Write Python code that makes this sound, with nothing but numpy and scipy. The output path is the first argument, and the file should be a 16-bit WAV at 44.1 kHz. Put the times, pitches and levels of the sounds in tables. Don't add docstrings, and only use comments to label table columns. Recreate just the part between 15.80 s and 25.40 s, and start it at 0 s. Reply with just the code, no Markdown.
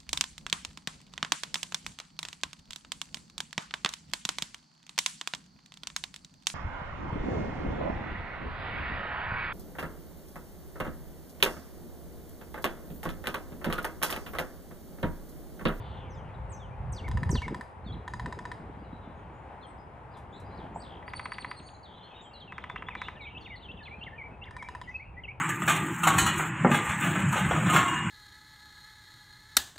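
import sys
import numpy as np
from scipy import signal
from scipy.fft import rfft, irfft
from scipy.io import wavfile
from scipy.ndimage import uniform_filter1d

SR = 44100
rng = np.random.default_rng(int(sys.argv[2]) if len(sys.argv) > 2 else 0)


def unload_audio(sound):
    columns = np.transpose(np.atleast_2d(sound))
    steps = np.round(np.clip(columns, -1, 1) * 32767)
    wavfile.write(sys.argv[1], SR, steps.astype(np.int16))


N = 423360
TIME = np.arange(N) / SR


def undb(db):
    return 10 ** (np.asarray(db) / 20)


def unit(x):
    return x / np.sqrt(np.mean(x ** 2))


def colour(x, points):
    hz, db = np.transpose(points)
    f = np.maximum(np.fft.rfftfreq(x.shape[-1], 1 / SR), 1)
    gain = undb(np.interp(np.log(f), np.log(hz), db))
    return irfft(rfft(x) * gain, x.shape[-1])


def noise(points, size):
    return unit(colour(rng.standard_normal(size), points))


def walk(rate):
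    hold = int(SR / rate)
    steps = np.repeat(rng.standard_normal(N // hold + 1), hold)
    return unit(uniform_filter1d(steps, hold)[:N])


def add(track, s, sound):
    i = int(round(s * SR))
    part = sound[max(-i, 0):max(N - i, 0)]
    track[max(i, 0):max(i, 0) + len(part)] += part


def stereo(mid, side):
    return np.array([mid + side, mid - side])


def ears(x, lag_s, lean_db):
    left, right = x
    delay = np.exp(-2j * np.pi * np.fft.rfftfreq(N, 1 / SR) * lag_s)
    later = irfft(rfft(right) * delay, N)
    return np.array([left * undb(lean_db / 2), later * undb(-lean_db / 2)])


# f/Hz, relative level/dB
SCATTER_SPECTRUM = [(300, -15), (1000, -6), (2000, -1), (4000, 3.5), (7000, 3.5), (12000, 5.5)]


def trees(x, wet_db, t60, width, build_s):
    t = np.arange(SR) / SR
    decay = np.exp(-np.log(1000) * t / t60)
    envelope = decay * np.clip((t - .004) / build_s, 0, 1)
    mid, side = (noise(SCATTER_SPECTRUM, size=SR) * envelope / np.linalg.norm(envelope) for _ in range(2))
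    response = stereo(mid, width * side)
    return undb(wet_db) * signal.fftconvolve(x[None], response, axes=1)[:, :N]


# t/s, level/dB before a common offset
TRAFFIC_COURSE = [(0, -50.5), (1.9, -51.5), (3.2, -51.5), (4.3, -52), (5.1, -50.5), (6.1, -55.5),
                  (7.2, -55.5), (8.3, -55), (9.6, -59.5)]
# f/Hz, relative level/dB
TYRE_SPECTRUM = [(60, -9), (250, -0.5), (450, 2), (650, 3.5), (870, 8), (1150, -1.5), (1600, -6),
                 (2200, -10), (3000, -18.5), (4200, -29.5), (6000, -41), (9000, -36.5), (11500, -45),
                 (14000, -64)]


def traffic():
    db = np.interp(TIME, *np.transpose(TRAFFIC_COURSE))
    mid, side = (noise(TYRE_SPECTRUM, size=N) * undb(db + 1.0 + 1.0 * walk(9)) for _ in range(2))
    side = colour(side, [(200, -4.5), (700, -11.5), (1100, 0.0), (2500, -9.5), (8000, -3.0)])
    return ears(stereo(mid, side), lag_s=4e-5, lean_db=2.5)


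# t/s, rumble level/dB and flutter level/dB, each before an offset
BREEZE_COURSE = [(0.0, -42, -52.5), (0.67, -41.5, -55.5), (0.85, -44.5, -59), (1.09, -35, -63),
                 (1.2, -45, -48), (1.31, -31, -48.5), (1.54, -30, -35.5), (1.6, -39.5, -50),
                 (1.72, -40, -35), (1.89, -57, -72), (2.16, -38, -38.5), (2.24, -51, -52),
                 (2.46, -38.5, -46), (2.56, -48.5, -50), (3.3, -49, -50.5), (3.7, -52.5, -55),
                 (4.37, -51.5, -57.5), (4.82, -48.5, -47.5), (6.4, -58.5, -61), (6.9, -52.5, -53),
                 (9.38, -50.5, -57.5), (9.57, -49.5, -56)]
# f/Hz, relative level/dB
RUMBLE_SPECTRUM = [(12, -26), (20, -40.5), (44, -2), (70, 3), (127, -2.5), (250, -20.5), (320, -75.5),
                   (550, -120)]
# f/Hz, relative level/dB
FLUTTER_SPECTRUM = [(90, -13.5), (170, 2), (280, -5.5), (420, -7), (700, -23.5), (1500, -61.5), (5000, -89)]
# t/s of the centre, f/Hz, level/dB
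EDDY_THUMPS = [(1.352, 151, -25), (1.429, 152, -22.5), (1.502, 116, -15.5), (1.532, 284, -20.5),
               (1.55, 132, -20), (1.587, 64.7, -23.5), (1.727, 303, -24.5), (1.795, 190, -33.5),
               (2.066, 180, -33), (2.142, 145, -33), (2.455, 157, -28.5), (2.899, 306, -34),
               (2.975, 180, -34), (3.024, 190, -35.5), (3.133, 216, -30.5), (3.277, 200, -35)]


def breeze():
    at, rumble_db, flutter_db = np.transpose(BREEZE_COURSE)
    gust = undb(np.interp(TIME, at, rumble_db) + 0.26)
    patchy = unit(noise(FLUTTER_SPECTRUM, size=N) * undb(3.9 * walk(60)))
    flutter = patchy * undb(np.interp(TIME, at, flutter_db) - 1.5)
    out = gust * noise(RUMBLE_SPECTRUM, size=N) + flutter
    for s, hz, db in EDDY_THUMPS:
        cycles = np.arange(-2, 2, hz / SR)
        pulse = np.sin(2 * np.pi * cycles) * np.exp(-(cycles / 0.57) ** 2)
        add(out, s - 2 / hz, -undb(db) * pulse)
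    return stereo(out, 0.2 * gust * noise(RUMBLE_SPECTRUM, size=N))


# mean f/Hz, mean level/dB at the start
HUM_TONES = [(413, -61), (520, -56)]
HUM_FADE_DB_PER_S = 4.5


def hum():
    out = 0
    for hz, db in HUM_TONES:
        loudness = undb(db - HUM_FADE_DB_PER_S * TIME + 2 * walk(7.4))
        phase = 2 * np.pi * np.cumsum(hz * (1 + 0.01005 * walk(12))) / SR
        out = out + loudness * np.sin(phase)
    return out


def songbirds():
    waver = undb(2.0 * walk(150))
    buzz = buzzes()
    near = whistlers() * waver
    far = (chatter() + far_calls()) * waver
    run = trill() * waver + rattles()
    return (buzz + trees(buzz, wet_db=1.0, t60=0.28, width=0.33, build_s=.002)
            + near + trees(near, wet_db=-6.5, t60=0.35, width=0.24, build_s=.002)
            + 0.54 * far + trees(far, wet_db=-0.5, t60=0.38, width=.4, build_s=.002)
            + run + trees(run, wet_db=-4.5, t60=0.4, width=0.26, build_s=0.003))


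def syrinx(hz, loudness, overtone_db):
    phase = 2 * np.pi * np.cumsum(hz) / SR
    octave = undb(overtone_db) * (hz < 6000) * np.sin(2 * phase)
    return loudness * (np.sin(phase) + octave)


def note(length, pitches, edge):
    u = np.linspace(0, 1, int(length * SR))
    glide = np.polyfit(np.linspace(0, 1, len(pitches)), np.log(pitches), len(pitches) - 1)
    return np.exp(np.polyval(glide, u)), signal.windows.tukey(len(u), min(edge, 1))


# t/s, length/s, start f/Hz, middle f/Hz, end f/Hz, mean flutter rate/Hz, flutter depth/Hz, level/dB
BUZZY_NOTES = [(-.08, 0.31, 3400, 3260, 3140, 170, 420, -56), (-.02, .22, 4400, 4150, 3700, 170, 350, -66),
               (.16, 0.11, 3300, 3040, 2820, 170, 350, -57),
               (4.338, 0.039, 4300, 3600, 3200, 170, 150, -61),
               (4.52, .07, 6800, 7400, 7900, 164, 240, -74), (4.525, 0.05, 3330, 3800, 4080, 164, 121, -53),
               (4.944, 0.065, 6900, 8100, 8060, 193, 230, -60),
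               (6.05, 0.35, 3460, 3256, 3115, 162, 268, -55),
               (6.412, 0.045, 6600, 7630, 7500, 198, 140, -64.5),
               (7.167, 0.105, 3700, 3650, 3650, 190, 240, -47)]


def buzzes():
    out, quaver = np.zeros(N), walk(250)
    for s, length, *pitches, rate, depth_hz, db in BUZZY_NOTES:
        hz, swell = note(length, pitches, edge=0.17)
        uneven = np.roll(quaver, -int(s * SR))[:len(hz)]
        beat = 2 * np.pi * np.cumsum(rate * (1 + 0.182 * uneven)) / SR
        downstroke = .56 - 0.36 * np.cos(beat)
        add(out, s, syrinx(hz + depth_hz * np.sin(beat), undb(db) * swell * downstroke, overtone_db=-34))
    return out


NOTE_SHAPES = {"dive": (6, 4, -0.4, -0.5), "slide": (5.5, 2, -3.5, -5), "fall": (3.5, 1.6, -0.6, -3.5),
               "ease": (7, 1, -1.1, -1.5), "sag": (2.5, 0.56, -0.47, -1.6),
               "droop": (-1.6, 0.56, -0.63, 0.077), "scoop": (2, 1.4, 0.4, -3),
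               "dip": (2.6, 0.47, -0.24, -0.1), "hold": (-0.16, .1, 0.23, -0.16),
               "arch": (-1, -0.25, 0.2, -1.2), "peak": (-3.5, 0.3, -1.2, -8.5),
               "lift": (-0.78, -0.35, .2, 1.2), "rise": (-3, -0.5, .5, 3), "upsweep": (-1, -0.13, 0.8, 8),
               "glide": (2.5, 1.2, -0.95, -2), "chip": (4.5, 0.5, -0.5, -6)}
# f/Hz of the whistle, octave level/dB relative to it
OCTAVE_LEVEL = [(2750, -53), (3300, -36), (4200, -34), (4700, -22), (5600, -12.5)]


def whistle(length, pitch_hz, db, shape):
    hz, swell = note(length, pitch_hz * 2 ** (np.array(NOTE_SHAPES[shape]) / 12), edge=0.39)
    quaver = noise([(200, 0), (600, -40)], size=len(hz))
    overtone_db = np.interp(hz, *np.transpose(OCTAVE_LEVEL))
    return syrinx(hz * (1 + 0.012 * quaver), undb(db) * swell, overtone_db=overtone_db)


# start t/s, end t/s, lowest f/Hz, highest f/Hz, greatest level/dB of a note
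CHATTER_SPANS = [(0, .5, 2495, 3700, -67), (2.852, 3.35, 2900, 3935, -68), (6.297, 8.2, 2270, 3700, -55.5),
                 (8.2, 9.5, 1976, 2914, -54)]
GENTLE_SHAPES = ("hold", "arch", "sag", "scoop", "rise")
CHATTER_GAP_S = .06


def chatter():
    out = np.zeros(N)
    for start, end, low_hz, high_hz, db in CHATTER_SPANS:
        chance = rng.random((int(N / SR / CHATTER_GAP_S), 5))
        for s, (late, span, pitch, size, pick) in zip(np.arange(start, end, CHATTER_GAP_S), chance):
            hz = low_hz * (high_hz / low_hz) ** pitch
            shape = GENTLE_SHAPES[int(pick * len(GENTLE_SHAPES))]
            add(out, s + late * CHATTER_GAP_S, whistle(0.02 + 0.04 * span, hz, db - 6 * size, shape))
    return out


# t/s, length/s, f/Hz, level/dB, shape
SINGLE_WHISTLES = [(.24, 0.076, 2170, -62, "scoop"), (.294, 0.066, 5600, -66.5, "glide"),
                   (0.346, 0.057, 6550, -72.5, "glide"), (0.35, 0.065, 3300, -64, "glide"),
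                   (0.542, 0.019, 3750, -66, "sag"), (0.694, 0.027, 8120, -59.5, "hold"),
                   (0.711, 0.047, 6640, -55, "ease"), (0.748, 0.039, 5660, -65, "sag"),
                   (0.787, 0.087, 3240, -60.5, "glide"), (.9, 0.056, 2390, -63, "lift"),
                   (2.042, 0.057, 4350, -65, "arch"), (2.058, 0.065, 3400, -51.5, "dip"),
                   (2.118, 0.035, 3900, -54, "peak"), (3.808, 0.054, 4180, -63, "arch"),
                   (3.822, 0.045, 3310, -54, "sag"), (3.86, 0.065, 8200, -68.5, "dip"),
                   (4.74, 0.034, 4800, -69, "lift"), (4.997, 0.032, 4680, -56, "lift"),
                   (5.628, 0.065, 4100, -58, "hold"), (5.944, 0.029, 4070, -55.5, "hold"),
                   (6.028, 0.042, 3900, -54, "fall"), (6.14, 0.057, 3920, -59, "arch"),
                   (6.227, 0.038, 4140, -55.5, "hold"), (6.336, 0.093, 3720, -54.5, "hold"),
                   (6.438, 0.053, 3180, -53, "dip"), (6.53, 0.065, 4020, -51, "dip"),
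                   (6.597, 0.05, 3380, -49.5, "ease"), (6.67, 0.063, 2620, -51, "dip"),
                   (6.819, 0.034, 3070, -54, "ease"), (6.888, 0.045, 3500, -50.5, "hold"),
                   (6.952, 0.037, 2760, -47, "upsweep"), (6.965, 0.034, 2650, -52, "lift"),
                   (7.064, 0.034, 3480, -47.5, "lift"), (7.098, 0.045, 2280, -45.5, "fall"),
                   (7.137, 0.063, 2323, -47, "hold"), (7.24, 0.049, 2820, -47.5, "rise"),
                   (7.351, 0.033, 1790, -52.5, "lift"), (7.355, 0.037, 2930, -55, "ease"),
                   (7.389, 0.062, 2233, -46, "dip"), (7.409, 0.052, 3710, -51, "dip"),
                   (7.447, 0.049, 2320, -44.5, "dip"), (7.466, .03, 2980, -53.5, "rise"),
                   (7.545, 0.043, 2664, -42, "upsweep"), (7.607, 0.032, 4360, -57.5, "sag"),
                   (7.645, 0.044, 2640, -47.5, "slide"), (7.695, 0.067, 2090, -43.5, "sag"),
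                   (7.71, 0.04, 2900, -53, "lift"), (7.756, 0.032, 4140, -53.5, "dip"),
                   (7.814, 0.065, 3260, -52, "fall"), (7.883, 0.042, 2687, -41.5, "upsweep"),
                   (7.967, 0.043, 2810, -50, "ease"), (8, 0.042, 1740, -49.5, "dip"),
                   (8.028, 0.028, 4070, -52, "dip"), (8.051, 0.026, 3430, -46.5, "peak"),
                   (8.054, 0.04, 2260, -44.5, "fall"), (8.105, 0.048, 2360, -45, "lift"),
                   (9.071, 0.051, 2010, -41.5, "lift"), (9.14, 0.034, 2560, -34.5, "arch"),
                   (9.191, 0.048, 2245, -45, "rise"), (9.363, 0.048, 2016, -43.5, "lift"),
                   (9.435, 0.025, 2750, -39.5, "sag"), (9.475, 0.049, 2344, -40, "rise")]
SONG_PHRASES = {"plunge": [(0, 0.022, 6220, 5, "dive"), (.017, .016, 5240, -2, "scoop"),
                (.034, .064, 3710, 4, "slide"), (.118, .047, 2192, 5, "droop")],
                "loop": [(0, .036, 2773, -1, "upsweep"), (.054, 0.027, 1920, -3, "fall"),
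                (.103, 0.061, 1800, -10, "lift"), (.166, .058, 2220, -1.5, "sag"),
                (.22, 0.057, 2300, -4.5, "hold")]}
# t/s, level/dB, phrase
SONG_TIMES = [(1.12, -53.5, "plunge"), (1.502, -45, "plunge"), (8.209, -40.5, "loop"),
              (8.612, -43.5, "loop")]


def whistlers():
    out = np.zeros(N)
    for s, length, hz, db, shape in SINGLE_WHISTLES:
        add(out, s, whistle(length, hz, db, shape))
    for s, song_db, phrase in SONG_TIMES:
        for delay, length, hz, db, shape in SONG_PHRASES[phrase]:
            add(out, s + delay, whistle(length, hz, song_db + db, shape))
    return out


# t/s, length/s, f/Hz, level/dB, shape
DEEP_CALLS = [(.43, .085, 2710, -64, "glide"), (.79, 0.048, 6650, -82, "glide"),
              (2.975, .045, 4800, -74, "arch"), (3.035, .039, 3970, -68, "sag"),
              (3.12, .03, 3900, -64, "arch"), (3.222, 0.034, 3640, -65, "sag"),
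              (3.34, 0.065, 6560, -82, "hold"), (3.528, 0.062, 6900, -78, "hold"),
              (3.975, 0.038, 4950, -72, "hold"), (4.305, .04, 4880, -72, "arch"),
              (4.643, .035, 4850, -67, "arch"), (4.693, 0.048, 4100, -64, "arch"),
              (5.799, .18, 6670, -71.5, "hold"), (6.35, 0.053, 2680, -58, "glide"),
              (7.485, .04, 2750, -52, "rise"), (7.595, .04, 5980, -75, "glide"),
              (8.065, .04, 3950, -65, "arch"), (8.182, .035, 4290, -71, "hold"),
              (8.341, 0.033, 2930, -61, "rise"), (9.057, 0.054, 6200, -74, "glide"),
              (9.138, 0.038, 4400, -68, "sag")]


def far_calls():
    out = np.zeros(N)
    for s, length, hz, db, shape in DEEP_CALLS:
        add(out, s, whistle(length, hz, db, shape))
    return out


# f/Hz, relative level/dB
CRACK_SPECTRUM = [(400, -23.5), (750, 0), (1500, 5), (2800, 2.5), (3400, 7), (3900, 4.5), (4400, -12.5),
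                  (4900, -1), (5500, -7.5), (6800, -7), (9000, -6), (10200, -1.5), (11200, -15),
                  (13000, -46)]


def knock(modes, crack_db, crack_t60, pitch):
    t = np.arange(SR // 16) / SR
    balance = undb(1.5 * rng.standard_normal(len(modes)))
    wood = np.zeros(len(t))
    for k, (hz, db, t60) in enumerate(modes):
        ring = np.sin(2 * np.pi * hz * pitch * t) * np.exp(-np.log(1000) * t / t60)
        wood += (-1) ** k * undb(db) * balance[k] * ring
    crack = noise(CRACK_SPECTRUM, size=len(t)) * np.exp(-np.log(1000) * t / crack_t60)
    return wood + undb(crack_db) * crack


# nominal f/Hz, mean level/dB before the strike's strength, t60/s
HOLLOW_MODES = [(815, -44, 0.028), (983, -29.5, .031), (1330, -48.5, .018), (1344, -37, 0.0092),
                (1842, -28.5, 0.016), (2080, -38.5, 0.0054), (3930, -48.5, 0.016), (4934, -50, 0.038),
                (6720, -58, 0.027), (7890, -58.5, .018)]
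# nominal f/Hz, mean level/dB before the strike's strength, t60/s
SOLID_MODES = [(796, -40, 0.017), (990, -32, 0.025), (1170, -27.5, 0.012), (1683, -30, 0.013),
               (1934, -32, 0.034), (2160, -26.5, 0.0073), (2750, -34, 0.0056), (3360, -41.5, .01)]
# t/s, relative level/dB
BEAK_STRIKES = [(1.2808, -5.0), (1.3139, -3.0), (1.3727, 0.0), (1.4321, -1.0), (1.4924, -1.0),
                (1.5542, -0.5), (1.6185, -1.5), (1.6806, -1.0), (1.7453, -1.5), (1.8104, -3.0),
                (2.2784, -2.5), (2.3365, -1.0), (2.3965, -1.5), (2.4596, -1.5), (2.5251, -2.0),
                (2.5895, -3.5), (2.6532, -2.5), (2.7163, -2.5), (5.226, -17.0), (5.2791, -6.5),
                (5.3354, -1.5), (5.3951, -1.0), (5.4562, 0.0), (5.5194, -0.5), (5.5833, -1.0),
                (5.6456, 0.0), (5.7131, -1.0), (6.7224, -5.5), (6.7813, -3.0), (6.8398, -2.5),
                (6.8984, -1.0), (6.96, -0.5), (7.0228, -2.0), (7.0855, 0.5), (7.1517, -0.5), (7.2167, 0.0),
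                (7.284, -1.0), (8.656, -19.0), (8.709, -11.0), (8.766, -5.5), (8.8254, -4.5),
                (8.8871, -4.0), (8.9499, -5.0), (9.0146, -3.5), (9.091, -17.0)]
# start t/s, end t/s
SOLID_TIMES = (5, 8)
# f/Hz, gain level/dB
KNOCK_TOP_CUT = [(9000, -0.5), (11500, 2), (13000, -35), (16000, -45)]


def woodpecker():
    out = np.zeros(N)
    for s, db in BEAK_STRIKES:
        pitch = 1 + 0.0066 * rng.standard_normal()
        if SOLID_TIMES[0] < s < SOLID_TIMES[1]:
            blow = knock(SOLID_MODES, crack_db=-62.5, crack_t60=0.031, pitch=pitch)
        else:
            blow = knock(HOLLOW_MODES, crack_db=-45, crack_t60=0.029, pitch=pitch)
        add(out, s, undb(db) * blow)
    echo_s = .00394
    echo = 0.64 * np.interp(TIME - echo_s, TIME, out)
    out = colour(out + echo, KNOCK_TOP_CUT)
    return out + trees(out, wet_db=-5.5, t60=0.4, width=0.3, build_s=0.0092)


# t/s, decay time constant/s, level/dB
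LEAF_TICKS = [(1.288, 0.00044, -40), (4.37, 0.033, -66.5), (4.6, .02, -65)]
# f/Hz, relative level/dB
TICK_SPECTRUM = [(1000, -25), (4000, 1), (8000, 1), (11000, 9), (13000, -20), (15000, -24)]
# t/s, length/s, centre f/Hz, level/dB
DULL_BUMPS = [(4.834, 0.032, 750, -41.5), (4.935, 0.069, 835, -46), (4.958, 0.0092, 780, -31.5)]


def small_sounds():
    near, far = np.zeros(N), np.zeros(N)
    t = np.arange(SR // 10) / SR
    for s, decay, db in LEAF_TICKS:
        add(near, s, undb(db) * noise(TICK_SPECTRUM, size=len(t)) * np.exp(-t / decay))
    for s, length, hz, db in DULL_BUMPS:
        body = [(hz / 2, -30), (hz * .85, 0), (hz * 1.15, 0), (hz * 1.5, -30), (hz * 4, -100)]
        size = int(length * SR)
        add(far, s, undb(db) * noise(body, size=size) * np.hanning(size))
    return near + far + trees(far, wet_db=2, t60=0.96, width=.5, build_s=.002)


# t/s, number of chips, first gap/s, gap added per chip/s, first f/Hz, f/Hz it settles towards,
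# mean level/dB of the first chip, fade per chip/dB
CHIP_RUNS = [(4.775, 8, .0115, 0.00046, 4410, 3080, -57.5, 0.5),
             (5.02, 11, .0135, .0003, 4570, 3150, -54, -0.2)]
CHIP_S, CHIP_SINK_COUNT = .009, 2.0


def rattles():
    out = np.zeros(N)
    for s, count, gap, slowing, first_hz, last_hz, db, fade_db in CHIP_RUNS:
        for k in range(round(count)):
            stray, force = rng.standard_normal(2)
            sinking_hz = last_hz + (first_hz - last_hz) * np.exp(-k / CHIP_SINK_COUNT)
            hz = sinking_hz * (1 + 0.017 * stray)
            at = s + k * gap + slowing * k * (k - 1) / 2
            add(out, at, whistle(CHIP_S, hz, db - fade_db * k + force, "chip"))
    return out


# t/s, reference f/Hz, level/dB before the hook's own
TRILL_NOTES = [(5.247, 4900, -55.5), (5.324, 4690, -48.5), (5.408, 4640, -50), (5.488, 4790, -49.5),
               (5.57, 4640, -46.5), (5.662, 4855, -50.5), (5.744, 4460, -51), (5.833, 4700, -52)]
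# t/s after its start, share of the reference pitch, relative level/dB
HOOK_COURSE = [(0, 0.85, -55), (.02, 0.93, -10), (.035, 0.96, -2.5), (.047, 0.98, 5), (.053, .86, -1),
               (.062, 0.41, -1)]


def trill():
    out = np.zeros(N)
    at, share, hook_db = np.transpose(HOOK_COURSE)
    t = np.arange(int(at[-1] * SR)) / SR
    bend = np.interp(t, at, share)
    octave_db = np.interp(bend, [.55, .95], [-30, 0]) - 10.0
    for s, hz, db in TRILL_NOTES:
        loudness = undb(db + np.interp(t, at, hook_db)) * signal.windows.tukey(len(t), .1)
        add(out, s, syrinx(hz * bend, loudness, overtone_db=octave_db))
    return out


# f/Hz, phase/rad by which the left leads
PORT_PHASE = [(0, 2.5), (900, 0.12), (1890, 0.36), (3150, 0.52), (4700, 0.45), (6000, 0), (7000, -1.05),
              (8000, .5), (9000, -0.1), (9600, -3), (11600, -1.5)]


def ports(x):
    shift = np.interp(np.fft.rfftfreq(N, 1 / SR), *np.transpose(PORT_PHASE))
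    return np.array([x[0], irfft(rfft(x[1]) * np.exp(-1j * shift), N)])


def scene():
    return traffic() + breeze() + hum() + ports(songbirds() + woodpecker() + small_sounds())


# f/Hz, gain level/dB
PRESENCE = [(3000, 0.5), (4600, -1), (5500, 1), (6400, 3), (7300, 1), (9000, 1)]
TOP_HZ = 15900


def record(dry):
    low_pass = signal.ellip(8, .2, 70, TOP_HZ, fs=SR, output="sos")
    return signal.sosfilt(low_pass, colour(dry, PRESENCE))


dry = scene()
out = record(dry)
unload_audio(out)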